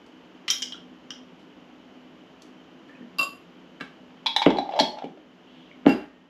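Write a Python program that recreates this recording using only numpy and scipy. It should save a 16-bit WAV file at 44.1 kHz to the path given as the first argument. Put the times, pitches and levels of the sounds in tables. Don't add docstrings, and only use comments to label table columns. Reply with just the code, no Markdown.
import sys
import numpy as np
from scipy import signal
from scipy.fft import rfft, irfft
from scipy.io import wavfile

SR = 44100
rng = np.random.default_rng(int(sys.argv[2]) if len(sys.argv) > 2 else 0)


def file_out(sig):
    cols = np.atleast_2d(sig).T
    lim = np.clip(cols, -1, 1)
    pcm = np.round(lim * 32767).astype(np.int16)
    wavfile.write(sys.argv[1], SR, pcm)


N = 277565

# t/s, level/dB rms
TONE_LEVEL = [(0, -48.5), (4.1, -48.5), (5.25, -51.5), (5.55, -49.5), (5.85, -49), (6.29, -55)]
# f/Hz, density/dB
TONE_SPECTRUM = [(15, -72.5), (25, -50), (48, -19.5), (132, -18.5), (178, 0.5), (221, -7), (252, -3),
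                 (456, -8), (2230, -21), (3070, -21.5), (3910, -29.5), (6880, -37.5), (9010, -57),
                 (11800, -47), (15400, -71)]
# f/Hz, width/Hz, lift/dB
TONE_PEAKS = [(57, 14, 0.5), (253, 7.3, 15.5), (312, 22, 7), (3023, 380, 6.5)]

# f/Hz, t60/s
ROOM_T60 = [(100, 0.2), (300, 0.33), (1000, 0.35), (3000, 0.31), (8000, 0.3), (14000, 0.31)]
ROOM_DB, ROOM_GAP_S = -3, 0.0015

# t/s, level at onset/dB, centre f/Hz, t60/s
NOISE_PUFFS = [(.064, -59, 4750, 0.034), (0.48, -29, 3520, 0.12), (.503, -30, 2500, 0.12),
               (1.392, -64, 3250, 0.23), (2.42, -42, 4760, 0.021), (2.88, -55, 1500, 0.46),
               (3.801, -42.5, 1500, 0.17), (3.809, -27.5, 1750, 0.035), (4.459, -28, 1500, 0.053),
               (4.791, -30, 2770, 0.12), (5.042, -43, 2140, 0.029), (5.866, -30.5, 1500, 0.38)]
PUFF_WIDTH = 0.86
SWISH_S, SWISH_SPREAD_S, SWISH_DB, SWISH_HZ = 5.6, 0.16, -60, 3050

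# t/s, strength/dB, f/Hz, t60/s
RINGS_AND_THUDS = [(0.744, -35, 1400, 0.02), (2.894, -42.5, 1770, 0.047), (2.93, -46, 1830, 0.048),
                   (2.951, -46, 2520, 0.045), (2.974, -51, 1830, .06), (3.008, -28.5, 230, .06),
                   (3.02, -47.5, 1826, 0.05), (3.024, -25.5, 241, 0.055), (4.585, -28, 3950, 0.046),
                   (5.714, -35.5, 2180, 0.011), (5.87, -60, 1855, 4.4)]

# t/s, strength/dB, favoured f/Hz
TABLE_KNOCKS = [(2.877, -43, 265), (3.193, -30.5, 242), (3.808, -25.5, 527), (4.462, 1, 326),
                (4.519, -13, 280), (4.589, -24, 258), (4.804, -14.5, 250), (4.821, -20, 396),
                (5.039, -19.5, 380), (5.068, -38.5, 400), (5.091, -40, 300), (5.854, -15, 450),
                (5.8636, 1, 243)]
# f/Hz, level/dB, t60/s
TABLE_MODES = [(153.6, -15, 0.066), (190, -4, 0.027), (202, -10.5, 0.06), (265, -3.5, 0.047),
               (320.2, -5.5, 0.034), (346, -0.5, 0.014), (380, -4.5, 0.057), (450, -13, 0.054),
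               (599, -8, 0.022), (703, -9.5, 0.018), (830, -20.5, 0.069), (967, -14.5, 0.019),
               (1400, -13.5, 0.0043), (2100, -20.5, 0.012), (2900, -13.5, 0.0033), (4000, -37, 0.0021),
               (6200, -48, .003)]
# f/Hz, level/dB, t60/s
STAND_MODES = [(31.6, -63, 0.33), (58.5, -43, 0.49), (88.4, -49, 0.54)]
TABLE_HARDNESS_DB_PER_OCT, TABLE_HARDER_PER_DB, TABLE_CHATTER_S = 0.47, 0.23, 0.0057

# t/s, knock/dB, pop/dB, pop f/Hz
LID_ON_JAR = [(4.2603, -18.5, -14, 930), (4.266, -15, -18, 960), (4.3631, -11, -9, 861),
              (4.386, -29, -42, 830), (4.418, -18.5, -9, 896), (4.425, -21, -37, 894),
              (4.504, -25, -12, 880), (4.56, -46, -16, 805), (4.571, -32, -42, 710),
              (4.5855, -26.5, -7, 753), (4.658, -51.5, -23.5, 814), (4.691, -40, -16, 770),
              (4.722, -37, -25.5, 745), (4.737, -36, -11.5, 710), (4.756, -44, -18, 650),
              (4.79, -17, -5.5, 860), (4.798, -10, -6.5, 830), (4.803, -16.5, -6, 650),
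              (4.811, -23.5, -32, 830), (4.971, -45, -29.5, 860), (4.986, -35, -31, 790),
              (5.0215, -40.5, -19, 747), (5.173, -51, -36, 600)]
# f/Hz, level/dB, t60/s
LID_MODES = [(1320, -27.5, 0.009), (1880, -15.5, 0.0063), (2167, -13.5, 0.021), (2670, -3, 0.0019),
             (3372, -7.5, 0.031), (3470, -7, 0.0049), (3700, -14.5, 0.017), (4034, -13, 0.021),
             (3970, -9, 0.0033), (4320, -12, 0.013), (4840, -17, 0.013), (5400, -10.5, 0.0054),
             (6250, -20.5, 0.0046), (6870, -22.5, 0.014), (7630, -18.5, 0.0022), (9800, -29.5, 0.006),
             (10700, -27.5, 0.0059), (11500, -23, 0.0027), (11860, -35, 0.018)]
LID_FAVOURED_HZ, LID_HARDER_PER_DB, LID_CHATTER_S = 3840, 0.284, 0.028
POP_T60_S = 0.021

# bite t/s, level/dB
TWISTS = [(4.55, -45.5), (4.791, -26.5), (4.98, -43)]
TWIST_RISE_DB_PER_S, TWIST_FALL_DB_PER_S = 174, 302
# f/Hz, level/dB, t60/s
THREAD_MODES = [(650, -1, 0.027), (710, -13, 0.023), (860, -9.5, 0.047), (1000, -32.5, .02),
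                (2120, -20, 0.0092), (3130, -17.5, 0.017), (3950, -26, 0.017), (5000, -18, 0.004)]

# t/s, strength/dB, hardness/dB per octave, favoured f/Hz
SPOON_ON_JAR = [(.481, -28.5, -11.5, 2100), (.502, -18.5, -5, 5350), (.508, -25, 13.5, 2100),
                (.6215, -27, -4, 2860), (.626, -29.5, 0.5, 5700), (.7222, -35, -7, 2900),
                (1.1053, -33.5, -6, 5400)]
# t/s, strength/dB, favoured f/Hz
SPOON_IN_BOWL = [(3.185, -28, 4800), (3.192, -24, 2720), (3.198, -24.5, 1120), (3.212, -25.5, 1120),
                 (3.23, -25, 7300), (5.88, -42, 2750), (5.893, -34.5, 2750), (5.913, -41.5, 4960)]
# f/Hz, level/dB, t60/s
JAR_MODES = [(1030, -14.5, 0.0024), (1500, -9, 0.0019), (2070, -8.5, 0.0061), (2160, -18, 0.021),
             (2380, -19.5, 0.014), (2926, 1.5, 0.029), (2940, -8, 0.05), (3060, -9, 0.043),
             (3185, -7.5, 0.1), (3110, -8.5, 0.0038), (3250, -5.5, 0.026), (3510, -7.5, 0.023),
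             (3880, -6, 0.018), (4400, -9, 0.0025), (5370, -1, 0.022), (5480, -20.5, .04),
             (5690, -2.5, 0.022), (5950, -10.5, 0.016), (6470, -9.5, 0.0065), (7430, -26.5, .02),
             (7300, -37, 0.0025), (8450, -26, 0.066), (9240, -18.5, .003), (9950, -29.5, 0.017),
             (11020, -45.5, .03), (11300, -22.5, 0.0054), (12800, -32.5, .015), (15000, -19, .04)]
# f/Hz, level/dB, t60/s
BOWL_MODES = [(600, -1.5, 0.013), (1116.5, -3.5, 0.13), (1500, -10.5, 0.022), (2100, -17, 0.011),
              (2701, 3, 0.044), (2758, 1.5, 0.1), (3100, -13.5, 0.045), (3700, -8, 0.011),
              (4240, -14, 0.023), (4653, -12, 0.048), (4888, -8, 0.071), (5670, -20, 0.013),
              (6885, -21, 0.079), (7445, -26.5, 0.11), (8520, -24.5, 0.06), (10320, -28.5, 0.059),
              (9500, -21, 0.003), (11100, -21, 0.055), (11400, -3, 0.0015), (12800, -36, .03),
              (13500, -34, .008)]
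JAR_CHATTER_S = 0.014
BOWL_HARDNESS_DB_PER_OCT, BOWL_CHATTER_S = 1.6, 0.02

LASTING_S = 0.014
BASS_CUT_HZ, TREBLE_CUT_HZ = 145, 14600
NOTCH_HZ, NOTCH_WIDTH_HZ, NOTCH_DEPTH = 8970, 1200, 0.66
CUTOFF_HZ = 15400


def from_db(db):
    return 10 ** (np.asarray(db) / 20)


def rms_one(x):
    return x / np.sqrt(np.mean(x ** 2) + 1e-20)


def at_hz(points, hz):
    f, values = np.transpose(points)
    return np.interp(np.log(hz), np.log(f), values)


def broad_noise(noise, hz, width):
    band = signal.iirpeak(hz, 1 / width, fs=SR)
    return rms_one(signal.lfilter(*band, signal.lfilter(*band, noise)))


def ring(clicks, hz, t60_s):
    r = from_db(-60 / (max(t60_s, 1e-3) * SR))
    w = 2 * np.pi * hz / SR
    return signal.lfilter([0, np.sin(w)], [1, -2 * r * np.cos(w), r * r], clicks + 1e-18)


def sing(drive, hz, t60_s, onset_cycles=4.4):
    r = from_db(-60 * hz / (onset_cycles * SR))
    w = 2 * np.pi * hz / SR
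    onset = signal.lfilter([1 - r, 0, r - 1], [1, -2 * r * np.cos(w), r * r], drive)
    return ring(onset, hz, t60_s)


def strike(s, strength_db, hardness, chatter_s, favoured_hz, modes, pivot_hz, spread_db, chatter_db,
           favour_db=6, favour_octaves=0.23):
    t = np.arange(SR // 20) / SR
    spot = rng.standard_normal((len(s), len(modes)))
    noise = rng.standard_normal((len(s), len(t)))
    chatter_s = np.maximum(chatter_s + 0 * s, 1e-3)[:, None]
    chatter = from_db(chatter_db - 60 * t / chatter_s) * noise / np.sqrt(SR * chatter_s / 14)
    contact = (t == 0) + chatter
    at, start = (s * SR).astype(int), int(min(s) * SR)
    out = np.zeros(N)
    for k, (hz, mode_db, t60_s) in enumerate(modes):
        favour = favour_db * np.exp(-(np.log2(hz / favoured_hz) / favour_octaves) ** 2)
        tilt = hardness * np.log2(hz / pivot_hz)
        gain = from_db(strength_db + mode_db + tilt + favour + spread_db * spot[:, k])
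        if t60_s > LASTING_S:
            gain = gain / np.clip(abs(contact @ np.exp(2j * np.pi * hz * t)), .4, 2.5)
        drive = np.zeros(N)
        np.add.at(drive, at[:, None] + np.arange(len(t)), gain[:, None] * contact)
        out[start:] += (-1) ** k * sing(drive[start:], hz, t60_s)
    return out


def single_modes(rows):
    out = np.zeros(N)
    for s, strength_db, hz, t60_s in rows:
        at = int(s * SR)
        click = np.zeros(min(N - at, SR // 2))
        click[0] = 1
        out[at:at + len(click)] += from_db(strength_db) * sing(click, hz, t60_s, onset_cycles=5.3)
    return out


def room_tone():
    level_db = np.interp(np.arange(N) / SR, *np.transpose(TONE_LEVEL))
    hz = np.maximum(np.fft.rfftfreq(N, 1 / SR), 1)
    colour_db = at_hz(TONE_SPECTRUM, hz)
    for f, width_hz, lift_db in TONE_PEAKS:
        colour_db = colour_db + lift_db / (1 + (2 * (hz - f) / width_hz) ** 2)
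    tone = irfft(rfft(rng.standard_normal(N)) * from_db(colour_db), N)
    return from_db(level_db) * rms_one(tone)


def kitchen(x):
    t = np.arange(SR // 2) / SR
    edges_hz = 50 * 2 ** np.arange(0, 8.6, .5)
    white = rng.standard_normal((2, len(t)))
    echoes = np.zeros(len(t))
    for k, (low, high) in enumerate(zip(edges_hz, edges_hz[1:])):
        sos = signal.butter(2, [low, high], "band", fs=SR, output="sos")
        decay = from_db(-60 * t / at_hz(ROOM_T60, np.sqrt(low * high)))
        echoes += signal.sosfilt(sos, white[k % 2]) * decay
    echoes = echoes * (t > ROOM_GAP_S) / np.sqrt(np.sum(echoes ** 2))
    return from_db(ROOM_DB) * signal.fftconvolve(x, echoes)[:N]


def swish():
    swell = np.exp(-((np.arange(N) / SR - SWISH_S) / SWISH_SPREAD_S) ** 2)
    return from_db(SWISH_DB) * swell * broad_noise(rng.standard_normal(N), SWISH_HZ, width=0.27)


def noise_puffs():
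    t = np.arange(SR // 3) / SR
    out = np.zeros(N)
    for s, level_db, hz, t60_s in NOISE_PUFFS:
        at = int(s * SR)
        puff = broad_noise(rng.standard_normal(len(t)), hz, PUFF_WIDTH)
        out[at:at + len(t)] += from_db(level_db - 60 * t / t60_s) * puff
    return out


def rings_and_thuds():
    return single_modes(RINGS_AND_THUDS)


def table(modes, pivot_hz, spread_db, chatter_db):
    s, db, hz = np.transpose(TABLE_KNOCKS)
    hardness = TABLE_HARDNESS_DB_PER_OCT + TABLE_HARDER_PER_DB * db
    return strike(s, db, hardness, TABLE_CHATTER_S, hz, modes, pivot_hz, spread_db, chatter_db)


def thread(slips_per_s=450, uneven_db=4.0):
    t = np.arange(N) / SR
    level = np.zeros(N)
    for s, db in TWISTS:
        level += from_db(db - np.maximum(TWIST_RISE_DB_PER_S * (s - t), TWIST_FALL_DB_PER_S * (t - s)))
    slips = rng.random(N) < slips_per_s / SR
    size = from_db(uneven_db * np.minimum(rng.exponential(1, N), 4))
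    slips = slips * size * rng.choice([-1, 1], N)
    rub = sum(from_db(db) * sing(slips, hz, t60_s) for hz, db, t60_s in THREAD_MODES)
    return level * rms_one(rub)


def air_pops():
    return single_modes([(s, pop_db, hz, POP_T60_S) for s, _, pop_db, hz in LID_ON_JAR])


def lid():
    s, db = np.transpose(LID_ON_JAR)[:2]
    return strike(s, db, LID_HARDER_PER_DB * db, LID_CHATTER_S, LID_FAVOURED_HZ, LID_MODES,
                  pivot_hz=3140, spread_db=3.0, chatter_db=4.5)


def spoon_in_bowl():
    s, db, hz = np.transpose(SPOON_IN_BOWL)
    return strike(s, db, BOWL_HARDNESS_DB_PER_OCT, BOWL_CHATTER_S, hz, BOWL_MODES,
                  pivot_hz=2690, spread_db=2.5, chatter_db=-6.0)


def spoon_on_jar():
    s, db, hardness, hz = np.transpose(SPOON_ON_JAR)
    return strike(s, db, hardness, JAR_CHATTER_S, hz, JAR_MODES,
                  pivot_hz=4000, spread_db=3.5, chatter_db=1.5)


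def scene():
    near = swish() + noise_puffs() + rings_and_thuds()
    near += table(TABLE_MODES, pivot_hz=300, spread_db=2.35, chatter_db=-13.0)
    near += thread() + air_pops() + lid() + spoon_in_bowl() + spoon_on_jar()
    sos = signal.butter(4, [BASS_CUT_HZ, TREBLE_CUT_HZ], "band", fs=SR, output="sos")
    near = signal.sosfilt(sos, near)
    stand = table(STAND_MODES, pivot_hz=60, spread_db=3.5, chatter_db=-6.5)
    return (near + kitchen(near) + stand + room_tone())[None]


def record(dry):
    band = signal.lfilter(*signal.iirpeak(NOTCH_HZ, NOTCH_HZ / NOTCH_WIDTH_HZ, fs=SR), dry)
    heard = 1.247 * np.tanh((dry - NOTCH_DEPTH * band) / 1.423)
    return signal.sosfilt(signal.cheby2(12, 70, CUTOFF_HZ, fs=SR, output="sos"), heard)


dry = scene()
out = record(dry)
file_out(out)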